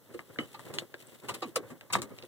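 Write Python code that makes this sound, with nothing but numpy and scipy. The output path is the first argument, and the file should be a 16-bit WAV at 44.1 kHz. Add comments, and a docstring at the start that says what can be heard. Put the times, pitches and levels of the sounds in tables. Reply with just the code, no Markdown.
"""Short clicks and gritty scrapes of a key worked in the ignition lock of a parked car, close to a phone, with a
soft hand rustle and faint hiss throughout. Impulses and noise bursts excite resonances of the plastic column
and the lock; damped tones add small tings and dull thuds; shaped noise makes the rustle and the hiss.
Decaying noise is the answer of the small cabin. The phone widens its stereo by taking a delayed copy of each
microphone port from the other."""
import sys
import numpy as np
from scipy import signal
from scipy.fft import rfft, irfft, next_fast_len
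from scipy.io import wavfile
from scipy.ndimage import map_coordinates

SR = 44100
rng = np.random.default_rng(int(sys.argv[2]) if len(sys.argv) > 2 else 0)


def put_to_file(sound):
    """Save the sound as 16-bit audio at rate SR, in the file named by the first command-line argument."""
    columns = np.atleast_2d(sound).T  # one column per channel
    safe = np.clip(columns, -1, 1)
    whole_steps = np.round(safe * 32767)
    wavfile.write(sys.argv[1], SR, whole_steps.astype(np.int16))


N = 100327  # length [samples]

# correlation of diffuse sound at the two ports: (frequency [Hz], correlation [-1 to 1])
PORT_LIKENESS = [(60, 0.27), (500, 0.86), (1500, 0.26), (4000, 0.099), (12000, 0.063)]


def amp(db):
    """Level to amplitude: 20 dB is a factor of ten."""
    return 10 ** (np.asarray(db) / 20)


def unit(x):
    """Normalization to an rms of one."""
    return x / np.sqrt(np.mean(x ** 2) + 1e-20)


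def along(points, hz):
    """Interpolation of (frequency [Hz], value) points on a logarithmic frequency axis."""
    f, v = np.transpose(points)
    return np.interp(np.log(hz + 1), np.log(f + 1), v)


def wobble(rate):
    """Smooth random fluctuation: a spline through Gaussian knots, rate [knots/s]."""
    knots = rng.standard_normal(int(N * rate / SR) + 4)
    return map_coordinates(knots, [np.arange(N) * rate / SR])


def filtered(x, response):
    """Linear filtering: the spectrum times a complex response of frequency [Hz]."""
    m = next_fast_len(N + SR // 2)
    hz = np.fft.rfftfreq(m, 1 / SR)
    return irfft(rfft(x, m) * response(hz), m)[..., :N]


def lowpass(x, corner_hz):
    """Two cascaded first-order low-passes."""
    return filtered(x, lambda hz: 1 / (1 + 1j * hz / corner_hz) ** 2)


def delay(hz, seconds):
    """A pure delay is a phase proportional to frequency."""
    return np.exp(-2j * np.pi * hz * seconds)


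def rush(spectrum, likeness):
    """Partial coherence: independent mid and side noises, in set proportion, give two ports of joint rms 1."""
    def mid_side_gains(hz):
        angle = np.arccos(np.clip(along(likeness, hz), -1, 1)) / 2
        return amp(along(spectrum, hz)) * [np.cos(angle), np.sin(angle)]

    mid, side = filtered(rng.standard_normal((2, N)), mid_side_gains)
    return unit(np.array([mid + side, mid - side]))


def ringing(force, modes):
    """Modal superposition: a force drives parallel second-order resonances of alternating sign."""
    def response(f):
        total = 0
        for k, (center, width, db) in enumerate(modes):
            damping = 1j * f * width
            total = total + (-1) ** k * amp(db) * damping / (center ** 2 - f ** 2 + damping)
        return total

    return filtered(force, response)


def hiss():
    """Stationary noise: a fixed spectrum, nearly uncorrelated between the ports."""
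    # relative spectrum: (frequency [Hz], density [dB per Hz])
    spectrum = [(30, 36.5), (300, 4), (2000, -5), (6000, 2.5), (10000, 1.5), (15600, 9), (15900, -45)]
    level_db = -59
    return amp(level_db) * rush(spectrum, [(100, 0.034), (9000, 0.017)])


def hand():
    """Friction noise of hand and cloth: lumpy low rustle and fine rubbing under random amplitude modulation."""
    # slow course of both layers: (time [s], low rustle level [dB], fine rubbing level [dB])
    course = [(0, -59, -76.5), (.15, -53.5, -62), (.26, -58, -67), (.45, -52.5, -61.5), (0.622, -52.5, -61),
              (.78, -45, -58.5), (0.859, -50, -69.5), (.89, -60, -71), (1.001, -53.5, -61.5),
              (1.109, -51, -62.5), (1.179, -59.5, -66.5), (1.26, -44.5, -59.5), (1.46, -54.5, -61.5),
              (1.62, -53.5, -70), (1.69, -50.5, -61.5), (1.8, -57.5, -71.5), (2.27, -52.5, -65)]
    # relative spectra: (frequency [Hz], density [dB per Hz])
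    rustle_spectrum = [(40, -41), (113, 6), (172, -3), (400, -3.5), (570, -6), (700, -16), (1200, -19),
                       (2100, -21.5), (3500, -47)]
    rubbing_spectrum = [(1000, -37), (2000, 0), (3500, -1), (6000, -11.5), (8000, -7), (10000, -4),
                        (16000, -8.5)]
    s, low_db, fine_db = np.transpose(course)
    t = np.arange(N) / SR
    lumps_db = 2.5 * wobble(25) + 2.2 * wobble(90)
    grain_db = 2.5 * wobble(40) + 2.5 * wobble(300)
    rustle = amp(np.interp(t, s, low_db) + lumps_db) * rush(rustle_spectrum, PORT_LIKENESS)
    rubbing = amp(np.interp(t, s, fine_db) + grain_db) * rush(rubbing_spectrum, PORT_LIKENESS)
    return rustle + rubbing


def cabin(x):
    """Reverberation: convolution with noise decaying at its own rate per frequency, renewed every tenth of a second."""
    # reverberation time: (frequency [Hz], time to fall 60 dB [s])
    decay = [(150, 0.19), (600, 0.12), (3000, 0.061), (10000, 0.053)]
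    out, step = np.zeros((2, N + SR)), SR // 10
    lag = 60  # [samples] before the answer begins
    noise = rush([(20, 0)], PORT_LIKENESS)
    for start in range(0, N, step):
        piece = np.roll(noise, -start, 1)[:, :SR // 4]
        hz, t, z = signal.stft(piece, SR, nperseg=256)
        fade = amp(-60 * t / along(decay, hz)[:, None])
        tail = signal.istft(z * fade, SR, nperseg=256)[1]
        tail = tail / np.linalg.norm(tail[0])
        wet = signal.fftconvolve(x[None, start:start + step], tail, axes=1)
        out[:, start + lag:][:, :wet.shape[1]] += wet
    return out[:, :N]


def thuds():
    """Damped oscillation of falling frequency: dull, soft-starting knocks through the column."""
    # (time [s], first pitch [Hz], level [dB], time to fall 60 dB [s])
    events = [(0.3853, 318, -20.5, 0.057), (.772, 441, -26.5, 0.05), (1.449, 318, -28, 0.098),
              (1.474, 481, -34, 0.1), (1.564, 575, -18, 0.083), (1.953, 239, -27, 0.14)]
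    sag_s, rise_s = .05, 0.0084  # time constants of the pitch fall and of the onset
    out, t = np.zeros(N + SR), np.arange(SR // 4) / SR
    for s, hz, db, t60 in events:
        cycles = hz * sag_s * (1 - np.exp(-t / sag_s))  # integral of the falling pitch
        level_db = db - 60 * t / t60 + 2.2 * wobble(125)[:len(t)]
        shape = amp(level_db) * (1 - np.exp(-t / rise_s))
        out[round(s * SR):][:len(t)] += shape * np.sin(2 * np.pi * cycles)
    return out[:N]


def tings():
    """Free damped vibration: small loose parts ring at their own pitch, roughened in amplitude and phase."""
    # (time [s], pitch [Hz], level [dB], time to fall 60 dB [s])
    events = [(.36, 1600, -38.5, 0.0077), (0.3872, 2100, -19, 0.01), (0.387, 3010, -37, 0.12),
              (.7862, 3100, -4, 0.0015), (.942, 1600, -28.5, 0.013), (1.07, 8100, -43, 0.0056),
              (1.293, 983, -28.5, 0.015), (1.427, 1092, -28, 0.015), (1.562, 1115, -21, 0.017),
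              (1.936, 3760, -25, 0.029), (1.3495, 11100, -24.5, 0.0019), (0.391, 1310, -41, 0.058)]
    roughness = .9
    out, t = np.zeros(N + SR), np.arange(SR // 4) / SR
    for s, hz, db, t60 in events:
        growth = np.minimum(t * hz / 10, 1)  # roughness sets in over ten cycles
        random_phasor = (wobble(hz / 10) + 1j * wobble(hz / 10))[:len(t)]
        shake = roughness * growth * random_phasor
        rise = 1 - np.exp(-2 * t * hz)  # time constant of half a cycle
        tone = np.imag((1 + shake) * np.exp(2j * np.pi * hz * t))
        out[round(s * SR):][:len(t)] += amp(db - 60 * t / t60) * rise * tone
    return out[:N]


def key():
    """Impact and friction excitation of four sets of modes; returns clicks (with tings and thuds) and scrapes."""
    # single knocks, relative drive of each part:
    # (time [s], panel [dB], column [dB], lock [dB], treble [dB])
    click_events = [(.110, -50, -38, -55, -72), (0.192, -20, -27, -33.5, -63), (.207, -35.5, -53, -61, -72),
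                    (.3872, -21, -14, -28.5, -77), (.5935, -22.5, -24, -41, -45),
                    (0.7393, -40, -56, -32, -39), (0.821, -37, -18, -69, -70),
                    (0.9418, -26.5, -21.5, -33, -56), (1.5603, -20, -17.5, -44, -20.5),
                    (1.810, -27, -31, -37.5, -47.5), (1.953, -6, -26, -46, -41),
                    (2.019, -45, -30, -21.5, -31.5), (2.187, -66, -56, -28, -59),
                    (2.225, -49, -35, -34, -74), (2.236, -48, -28, -39, -59)]
    # gritty slides, relative drive of each part:
    # (time [s], panel [dB], column [dB], lock [dB], treble [dB], length [s])
    scrape_events = [(0.14, -38, -29, -51, -58, 0.0046), (0.39, -43, -43.5, -59, -66, 0.029),
                     (0.542, -35.5, -41, -43.5, -74, 0.0058), (0.738, -47.5, -40, -47.5, -50, 0.014),
                     (0.784, -55, -44, -35, -44, 0.005), (1.284, -30, -35, -35.5, -46, 0.015),
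                     (1.338, -37.5, -40.5, -39.5, -47.5, 0.012), (1.419, -31.5, -33.5, -36, -56, 0.013),
                     (1.556, -27, -28.5, -28, -35.5, 0.0088), (1.700, -42, -36.5, -78, -62.5, 0.013),
                     (1.899, -35, -43, -47.5, -67, 0.0068), (1.924, -30.5, -35, -39.5, -35, 0.0097),
                     (1.931, -27, -30.5, -23.5, -38, 0.0077), (1.951, -32.5, -27, -38, -43.5, 0.011),
                     (1.982, -36, -34.5, -47, -58, 0.01), (2.016, -36, -32.5, -45.5, -45.5, 0.012),
                     (2.105, -51, -40.5, -72, -87, 0.014)]
    # resonances of each part: (center frequency [Hz], bandwidth [Hz], gain [dB])
    panel_modes = [(720, 186, 5.5), (1206, 217, 7), (1600, 110, 5), (2100, 454, 6.5)]
    column_modes = [(137, 73, 14.45), (276, 51, 11.8), (347, 38, 17.2), (505, 110, 12.2)]
    lock_modes = [(2790, 810, 6.45), (3760, 250, 12.1), (4410, 970, 4.25)]
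    treble_modes = [(4800, 2360, 1.15), (7210, 610, 6.8), (8310, 770, 10.3), (11000, 11700, 1.44)]
    click_s, rise_s = 0.00083, 0.0018  # time constants of the click's grit and of the scrape onset
    click_grit, click_gain = 0.18, 3
    grit_spread_db = 3
    plastic_top_hz, lock_top_hz = 2270, 5560

    click_force, scrape_force = np.zeros((2, 4, N + SR))
    t = np.arange(SR // 8) / SR
    grain_level = amp(grit_spread_db * rng.standard_normal(N + SR))
    grit = unit(rng.standard_normal(N + SR) * grain_level)
    for s, *db in click_events:
        start = round(s * SR)
        impulse = t == 0
        blow = impulse + click_grit * grit[start:][:len(t)] * np.exp(-t / click_s)
        click_force[:, start:][:, :len(t)] += click_gain * amp(db)[:, None] * blow
    for s, *db, length in scrape_events:
        start = round(s * SR)
        shape = (1 - np.exp(-t / rise_s)) * np.exp(-(t / length) ** 1.47)
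        scrape_force[:, start:][:, :len(t)] += amp(db)[:, None] * shape * grit[start:][:len(t)]

    def struck(force):
        panel = ringing(force[0, :N], panel_modes)
        column = ringing(force[1, :N], column_modes)
        lock = ringing(force[2, :N], lock_modes)
        treble = ringing(force[3, :N], treble_modes)
        return lowpass(panel + column, plastic_top_hz) + lowpass(lock, lock_top_hz) + treble

    return struck(click_force) + tings() + thuds(), struck(scrape_force)


def scene():
    """Superposition at two ports: the key reaches the left one a little later, and that port has its own colour."""
    # (frequency [Hz], gain of the left port over the right [dB])
    left_port = [(60, 4), (500, -0.5), (2000, 0.5), (6000, 4), (8000, 8.5), (10000, -1), (14000, -3.5)]
    left_lag_s = .0001
    click_cabin_db, scrape_cabin_db = -8, 3  # sends into the cabin
    clicks, scrapes = key()
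    direct = clicks + scrapes
    late = filtered(direct, lambda hz: delay(hz, left_lag_s))
    near = np.array([late, direct])
    answer = cabin(amp(click_cabin_db) * clicks + amp(scrape_cabin_db) * scrapes)
    air = near + answer + hand()
    air = filtered(air, lambda hz: amp([along(left_port, hz), 0 * hz]))
    return air + hiss()


def record(dry):
    """Stereo widening by delayed cross-subtraction, then a second-order bass roll-off and the band limit."""
    # (frequency [Hz], share taken from the other port [amplitude ratio])
    cross_share = [(100, 0.28), (2500, 0.78), (5000, 0.33), (7500, 0.047), (15000, 0.18)]
    cross_delay_s = 0.0004162
    bass_cut_hz, top_hz = 146, 16700
    other = filtered(dry[::-1], lambda hz: along(cross_share, hz) * delay(hz, cross_delay_s))
    wide = dry - other
    wide = filtered(wide, lambda hz: (1j * hz / (bass_cut_hz + 1j * hz)) ** 2)
    return filtered(wide, lambda hz: hz < top_hz)


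dry = scene()
out = record(dry)
put_to_file(out)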